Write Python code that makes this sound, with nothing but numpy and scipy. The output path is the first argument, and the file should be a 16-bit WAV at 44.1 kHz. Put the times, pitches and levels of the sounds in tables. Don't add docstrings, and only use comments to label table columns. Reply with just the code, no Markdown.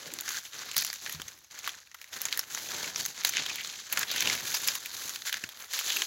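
import sys
import numpy as np
from scipy import signal
from scipy.fft import rfft, irfft
from scipy.io import wavfile
from scipy.ndimage import uniform_filter1d

SR = 44100
rng = np.random.default_rng(int(sys.argv[2]) if len(sys.argv) > 2 else 0)


def store_pcm(level_fs):
    pcm = np.round(np.clip(level_fs, -1, 1) * 32767).astype(np.int16)
    wavfile.write(sys.argv[1], SR, np.atleast_2d(pcm).T)


N = 267466
TIME = np.arange(N) / SR

# start_s, build_s, hold_s, settling_db_per_s, crunch_db, body_db, sizzle_db, rubbing_db
PUSHES = [(-0.028, 0.023, 0.217, 290.0, -47.5, -4.5, -10, -54),
          (0.171, 0.15, 0.065, 355.0, -39.5, -5, -7.5, -58.5),
          (0.415, 0.035, 0.01, 155.0, -47.5, -8.5, -5.5, -67),
          (0.499, 0.065, 0.15, 195.0, -43.0, -4.5, -12.5, -59),
          (0.751, 0.025, 0.01, 73, -33, -10.5, -10, -56), (1.008, 0.022, 0.12, 296, -45, -4.5, -6.5, -59),
          (1.172, 0.029, 0.1, 83, -53, -5, -7.5, -64), (1.493, 0.034, 0.064, 80.0, -49.5, -4, -11, -67),
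          (1.615, 0.033, 0.03, 103, -43.5, -3.5, -11.5, -61.5),
          (1.909, 0.098, 0.14, 42, -59.5, -2.5, -6, -84), (2.091, 0.055, 0.25, 145.0, -44, -3.5, -7.5, -59),
          (2.446, 0.031, 0.081, 60.0, -52, -1.5, -3, -65),
          (2.484, 0.053, 0.14, 200.0, -42, -9, -6.5, -56.5),
          (2.662, 0.063, 0.13, 66, -39.0, -5.5, -10.5, -49),
          (2.937, 0.062, 0.0082, 103, -36.5, -11.5, -8.5, -52),
          (3.117, 0.088, 0.02, 170.0, -41.5, -6, -14, -62),
          (3.236, 0.019, 0.01, 65.0, -35, -8.5, -11, -55.5),
          (3.325, 0.065, 0.011, 175.0, -33.5, -5, -24, -47),
          (3.457, 0.033, 0.11, 177, -41.5, -4.0, -13.5, -57.5),
          (3.616, 0.026, 0.0082, 30, -40.5, -9, -13.5, -60),
          (3.854, 0.13, 0.047, 155.0, -38.5, -1, -7.5, -51.5),
          (4.027, 0.14, 0.17, 185.0, -34.5, -7, -12.5, -50.5),
          (4.215, 0.04, 0.076, 78, -38.5, -4, -8, -45.5), (4.397, 0.067, 0.18, 205.0, -37, -9, -6.5, -57),
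          (4.631, 0.041, 0.084, 245.0, -37.5, -7.5, -7.5, -55.5),
          (4.766, 0.07, 0.077, 160.0, -45, -8, -8.5, -64.5), (4.916, 0.03, 0.17, 75.0, -41.5, -8, -5, -58),
          (5.236, 0.04, 0.01, 180.0, -36.0, -3.5, -7.0, -78),
          (5.332, 0.026, 0.012, 45.0, -46.0, -5, -9, -60.5),
          (5.534, 0.075, 0.018, 195.0, -49, -0.5, -1.5, -68),
          (5.658, 0.13, 0.0065, 155.0, -34, -8, -9.0, -66),
          (5.821, 0.051, 0.11, 82, -34, -9.5, -8.5, -53.5)]
# frequency_hz, density_db
LEAF_SPECTRUM = [(300, -3), (600, -8), (1100, -4.5), (1700, 0), (2600, -5), (4000, 3.5), (5400, 0.5),
                 (6400, 5), (7200, 0), (8100, -9.5), (8900, -15.5), (10200, -4), (12000, -0.5), (15500, -4)]
# middle_s, half_length_s, pitch_hz, width_hz, boost_db
LITTER_RESONANCES = [(0.33, 0.14, 1540, 595, 8), (0.78, 0.074, 4640, 1800, 20),
                     (1.073, 0.018, 1750, 700, 5), (3.368, 0.036, 2660, 1110, 14),
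                     (3.498, 0.15, 3830, 2960, 1), (3.598, 0.027, 2350, 600, 18),
                     (4.1, 0.022, 3580, 1010, 15), (4.21, 0.095, 2720, 1300, 7),
                     (5.36, 0.057, 1800, 800, 8), (5.92, 0.04, 3220, 683, 5)]
# start_s, crunch_db, sizzle_db, tearing_ms, ring_hz
SNAPS = [(0.1373, -37.5, 0.5, 1.4, 7500), (0.1874, -35, -11, 0.55, 4140), (0.2085, -41, 7, 1.2, 7000),
         (0.2778, -34.5, -17, 4.4, 1600), (0.2899, -31.5, -5, 1.4, 6400), (0.3696, -34.5, -17, 0.79, 6500),
         (0.452, -43.5, -17, 0.39, 3020), (0.714, -36, -11, 0.54, 7600), (0.7434, -42, -12, 1.2, 2200),
         (0.7658, -26, -1, 0.72, 4730), (0.7793, -29, 3.5, 0.82, 5900), (0.809, -37, 1, 1.2, 5000),
         (0.8225, -36, 1, 1.8, 1800), (0.8475, -30.5, -2, 1.4, 6000), (0.866, -37, -1, 1, 5500),
         (0.901, -33, -20, 1, 4630), (0.929, -38.5, 0, 1.7, 1970), (1.0616, -36.5, -26, 2, 2020),
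         (1.0945, -38, -3, 2.7, 1900), (1.124, -47, 10, 2, 6800), (1.1977, -44, -11, 3.7, 1200),
         (1.2174, -37, -7.5, 1, 3200), (1.2798, -37.5, -9, 4.5, 6500), (1.388, -58, 2, 1.1, 6000),
         (1.444, -53, -8, 3.5, 6400), (1.5894, -39.5, -7, 0.85, 6600), (1.6757, -33.5, -4.5, 0.5, 1060),
         (1.6919, -35.5, -13, 1.2, 3330), (1.9147, -51.5, -20, 0.81, 2000),
         (1.9438, -45.5, -3.5, 4.3, 1190), (2.014, -45.5, -4, 3.1, 2000), (2.0424, -47, -8, 0.84, 2080),
         (2.2165, -35.5, 5, .6, 5620), (2.2535, -27, -6.5, 1.3, 6900), (2.2844, -40, -15, 3.2, 2280),
         (2.3263, -26.5, -17, 0.72, 3780), (2.3742, -35, 5, 1, 1780), (2.3924, -26, -1, 0.99, 5700),
         (2.548, -30.5, -11, 0.9, 6630), (2.5742, -41, -17, .8, 910), (2.8415, -35, -14, 5.1, 2270),
         (2.959, -28.5, -23, 1.6, 5670), (3.0519, -30.5, -14, 0.66, 6600), (3.0607, -30.5, -1.5, 1.3, 6400),
         (3.248, -20.5, -5.5, 1.7, 3770), (3.2702, -31, -2, 4, 6700), (3.2917, -28, -2, 2.8, 6200),
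         (3.3358, -35.5, -30, 1.4, 2100), (3.3688, -26, -24, 1.1, 2530), (3.4602, -31, -12, 5, 3320),
         (3.4946, -32, -17, 7.8, 2500), (3.646, -35.5, -17, 2.6, 4100), (3.9243, -31, 5, 5.1, 2330),
         (3.973, -27.5, -12, 1.7, 1620), (3.9912, -34, 6, 2.2, 6640), (4.0296, -29.5, -22, 3.9, 1810),
         (4.1133, -29.5, -6, 4.3, 4570), (4.16, -31.5, -6, 4, 1710), (4.1805, -32, -18, 0.96, 3560),
         (4.2058, -25.5, -9, 1.6, 5950), (4.2725, -24.5, -20, 1.9, 2820), (4.2985, -27, -22, 1.5, 2070),
         (4.3497, -35.5, -1, 3.1, 2200), (4.5408, -24, -6.5, 9.2, 4940), (4.6733, -28.5, 3, 4.7, 7050),
         (4.685, -22.5, -11, 0.45, 5100), (4.752, -36.5, 3, 2.6, 3100), (4.859, -38, 0, 0.53, 2490),
         (5.0939, -35, -4, .8, 6700), (5.1586, -35, -13, 1.6, 4300), (5.2204, -38.5, -15, 0.6, 3980),
         (5.3272, -29.5, -8, 0.58, 3020), (5.3415, -32, -13, 0.92, 1650), (5.3613, -47, -14, .5, 1900),
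         (5.3694, -39.5, -17, .7, 1600), (5.4381, -34, -14, 2.2, 1560), (5.49, -41.5, -3, 0.8, 3400),
         (5.901, -28.5, -16, 3.2, 3270), (5.9682, -29, -3.5, 0.65, 2700), (6.0193, -25.5, -16, 1.9, 2800)]
# frequency_hz, density_db
SNAP_SPECTRUM = [(300, -8), (600, -9), (1000, -3.5), (1700, 2.5), (4000, 2.5), (6400, 5.5), (7200, 1.5),
                 (8800, -11), (10200, -0.5), (15500, 0.5)]
# frequency_hz, density_db
RUB_SPECTRUM = [(25, -51), (40, -5), (60, -10), (90, 0), (200, 1.5), (420, 1), (650, -2.5), (1000, -0.5),
                (2500, -45)]
# middle_s, half_length_s, pitch_hz, width_hz, boost_db
SCUFF_RESONANCES = [(0.072, 0.048, 520, 149, 17), (0.13, 0.039, 322, 100, 15), (2.14, 0.16, 423, 180, -6),
                    (2.814, 0.12, 636, 300, 0), (6.023, 0.071, 370, 149, 24)]
# start_s, level_db, pitch_hz, decay_s
THUDS = [(0.072, -46, 150, 0.011), (0.768, -49.5, 174, 0.036), (1.145, -42.5, 156, 0.035),
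         (1.154, -49, 85, 0.061), (1.198, -36.5, 260, 0.0025), (1.25, -54, 116, 0.019),
         (3.079, -49, 158, 0.012), (3.393, -38, 306, 0.0035), (5.44, -31.5, 251, 0.0019),
         (5.449, -51, 116, 0.014)]
# frequency_hz, density_db
AIR_SPECTRUM = [(25, -35), (70, 8.5), (300, -14.5), (1500, -26), (6000, -0.5), (9000, -50), (16000, -44)]

BODY_HZ, CRUNCH_HZ, SIZZLE_HZ = (450, 2500), (2500, 8500), (8500, 17000)
STIR_DB = (-68, -79, -73, -89)
SNAP_S = 0.008
RING_Q, DAMPING_HZ = 14, 414
TWIG_BODY_DB, TWIG_HZ = -2, 2000
THINNING_DB_PER_OCTAVE = 5
TICKS_PER_S, TICK_DB, TICK_SPREAD_DB = 7.0, -4.5, 9.5
TICK_SIZZLE_DB, TICK_TEAR_MS, TICK_RING_HZ = -2, 0.4, (1610, 7000)
AIR_DB = -69
CUTOFF_HZ = 15900


def pressure():
    power = from_db(STIR_DB)[:, None] ** 2 * np.ones(N)
    for start_s, build_s, hold_s, settling_db_per_s, crunch_db, body_db, sizzle_db, rub_db in PUSHES:
        age = np.maximum(TIME - start_s, 0)
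        build = np.sin(np.pi / 2 * np.minimum(age / build_s, 1)) ** 2
        fall_db = np.clip(settling_db_per_s * (age - build_s - hold_s), 0, 120)
        envelope = build * from_db(-fall_db)
        levels_db = [crunch_db, crunch_db + body_db, crunch_db + sizzle_db, rub_db]
        power += np.outer(from_db(levels_db) ** 2, envelope ** 2)
    return 10 * np.log10(power)


def leaves(crunch_db, body_db, sizzle_db, count=24):
    clumping_db = 5.3 * drift(90)
    cracks_per_s = 850 * from_db(0.45 * (crunch_db - crunch_db.mean()) + clumping_db)
    cracks = clicks(cracks_per_s, spread_db=3.5)
    leaf = rng.integers(0, count, N)
    crackle = np.zeros(N)
    for k, hz in enumerate(np.geomspace(1100, 13000, count)):
        crack = leaf_crack(hz, sharpness=4.0, tear_s=0.0005, ring_share=0.9, scatter_db=-16, scatter_s=0.004)
        crackle += signal.oaconvolve(cracks * (leaf == k), crack)[:N]
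    sliding = rng.standard_normal(N) * from_db(2.2 * drift(100))
    mixture = evened(crackle, window_s=0.33) + from_db(-0.5) * sliding
    texture = resonating(coloured(mixture, LEAF_SPECTRUM), LITTER_RESONANCES)
    out = np.zeros(N)
    for edges_hz, level_db in ((BODY_HZ, body_db), (CRUNCH_HZ, crunch_db), (SIZZLE_HZ, sizzle_db)):
        out += from_db(level_db) * evened(band(texture, edges_hz), window_s=0.075)
    return out


def leaf_crack(hz, sharpness, tear_s, ring_share, scatter_db, scatter_s, size=1024):
    t = TIME[:size]
    decay = np.exp(-t / tear_s) + from_db(scatter_db) * np.exp(-t / scatter_s)
    tear = rng.standard_normal(size) * decay
    ring = resonance(tear, hz, hz / sharpness)
    return rms_one(tear) + ring_share * rms_one(ring)


def snaps(rows, size=3072):
    t, out = TIME[:size], np.zeros(N + size)
    for start_s, crunch_db, sizzle_db, tearing_ms, ring_hz in rows:
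        body_db = TWIG_BODY_DB - THINNING_DB_PER_OCTAVE * np.log2(ring_hz / TWIG_HZ)
        tear_s = max(tearing_ms, 0.4) / 1000
        rise = 1 - np.exp(-t / (0.29 * tear_s))
        tail = from_db(-16.5) * np.exp(-t / 0.006)
        tear = rng.choice([-1, 1], size) * rise * np.hypot(np.exp(-t / tear_s), tail)
        width_hz = np.hypot(ring_hz / RING_Q, DAMPING_HZ)
        burst = coloured(tear + 3.3 * resonance(tear, ring_hz, width_hz), SNAP_SPECTRUM)
        at = int(np.clip(start_s * SR, 0, N))
        for edges_hz, relative_db in ((BODY_HZ, body_db), (CRUNCH_HZ, 0), (SIZZLE_HZ, sizzle_db)):
            part = band(burst, edges_hz, order=3)
            part_rms = np.sqrt(np.sum(part ** 2) / (SNAP_S * SR))
            out[at:at + size] += from_db(crunch_db + relative_db) * part / part_rms
    return out[:N]


def ticks(crunch_db, count=80):
    wait, size, pitch = rng.random((count, 3)).T
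    starts_s = np.cumsum(-np.log1p(-wait)) / TICKS_PER_S
    spread_db = TICK_SPREAD_DB * (2 * size - 1)
    levels_db = np.interp(starts_s, TIME, crunch_db) + TICK_DB + spread_db
    low_hz, high_hz = TICK_RING_HZ
    rings_hz = low_hz * (high_hz / low_hz) ** pitch
    return [(start_s, level_db, TICK_SIZZLE_DB, TICK_TEAR_MS, ring_hz)
            for start_s, level_db, ring_hz in zip(starts_s, levels_db, rings_hz) if start_s < TIME[-1]]


def rubbing(rub_db):
    slips_per_s = 400 * from_db(4.0 * drift(40))
    slips = rms_one(clicks(slips_per_s, spread_db=2.5))
    friction = slips + 0.5 * rng.standard_normal(N)
    texture = resonating(coloured(friction, RUB_SPECTRUM), SCUFF_RESONANCES)
    return from_db(rub_db) * evened(texture, window_s=0.12)


def thuds():
    out, uneven_rad = np.zeros(N), 0.85 * drift(70)
    for start_s, level_db, pitch_hz, decay_s in THUDS:
        age = np.maximum(TIME - start_s, 0)
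        swing = np.sin(2 * np.pi * pitch_hz * age + uneven_rad)
        onset = 1 - np.exp(-age * pitch_hz / 0.056)
        out += from_db(level_db) * swing * onset * np.exp(-age / decay_s)
    return out


def still_air():
    return from_db(AIR_DB) * rms_one(coloured(rng.standard_normal(N), AIR_SPECTRUM))


def clicks(per_s, spread_db):
    sizes_db = spread_db * np.minimum(rng.exponential(1, N), 4)
    signs = rng.choice([-1, 1], N)
    return from_db(sizes_db) * signs * (rng.random(N) < per_s / SR)


def resonance(x, hz, width_hz):
    return signal.lfilter(*signal.iirpeak(hz, hz / width_hz, fs=SR), x + 1e-18)


def resonating(texture, rows):
    out = texture
    for middle_s, half_length_s, pitch_hz, width_hz, boost_db in rows:
        swell = np.exp(-((TIME - middle_s) / half_length_s) ** 2)
        out = out + from_db(boost_db) * swell * resonance(texture, pitch_hz, width_hz)
    return out


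def coloured(x, spectrum, size=4096):
    hz, db = np.transpose(spectrum)
    grid_hz = np.maximum(np.fft.rfftfreq(size, 1 / SR), 1)
    gain = from_db(np.interp(np.log(grid_hz), np.log(hz), db))
    cepstrum = irfft(np.log(gain))
    cepstrum[1:size // 2] *= 2
    cepstrum[size // 2 + 1:] = 0
    response = irfft(np.exp(rfft(cepstrum)))[:size // 2]
    return signal.fftconvolve(x, response)[:len(x)]


def band(x, edges_hz, order=4):
    return signal.sosfilt(signal.butter(order, edges_hz, "band", fs=SR, output="sos"), x + 1e-18)


def evened(x, window_s):
    size = max(int(window_s * SR), 2)
    power = uniform_filter1d(uniform_filter1d(x ** 2, size), size)
    return x / np.sqrt(np.abs(power) + 1e-12)


def drift(rate):
    return rms_one(np.interp(TIME * rate, np.arange(8192), rng.standard_normal(8192)))


def rms_one(x):
    return x / np.sqrt(np.mean(x ** 2) + 1e-20)


def from_db(db):
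    return 10 ** (np.asarray(db) / 20)


def scene():
    crunch_db, body_db, sizzle_db, rub_db = pressure()
    litter = leaves(crunch_db, body_db, sizzle_db)
    twigs = snaps(SNAPS + ticks(crunch_db))
    mixture = litter + twigs + rubbing(rub_db) + thuds() + still_air()
    return mixture[None]


def record(dry):
    lean = signal.sosfilt(signal.butter(3, 45, "high", fs=SR, output="sos"), dry)
    return signal.sosfilt(signal.ellip(10, 0.2, 80, CUTOFF_HZ, fs=SR, output="sos"), lean)


dry = scene()
out = record(dry)
store_pcm(out)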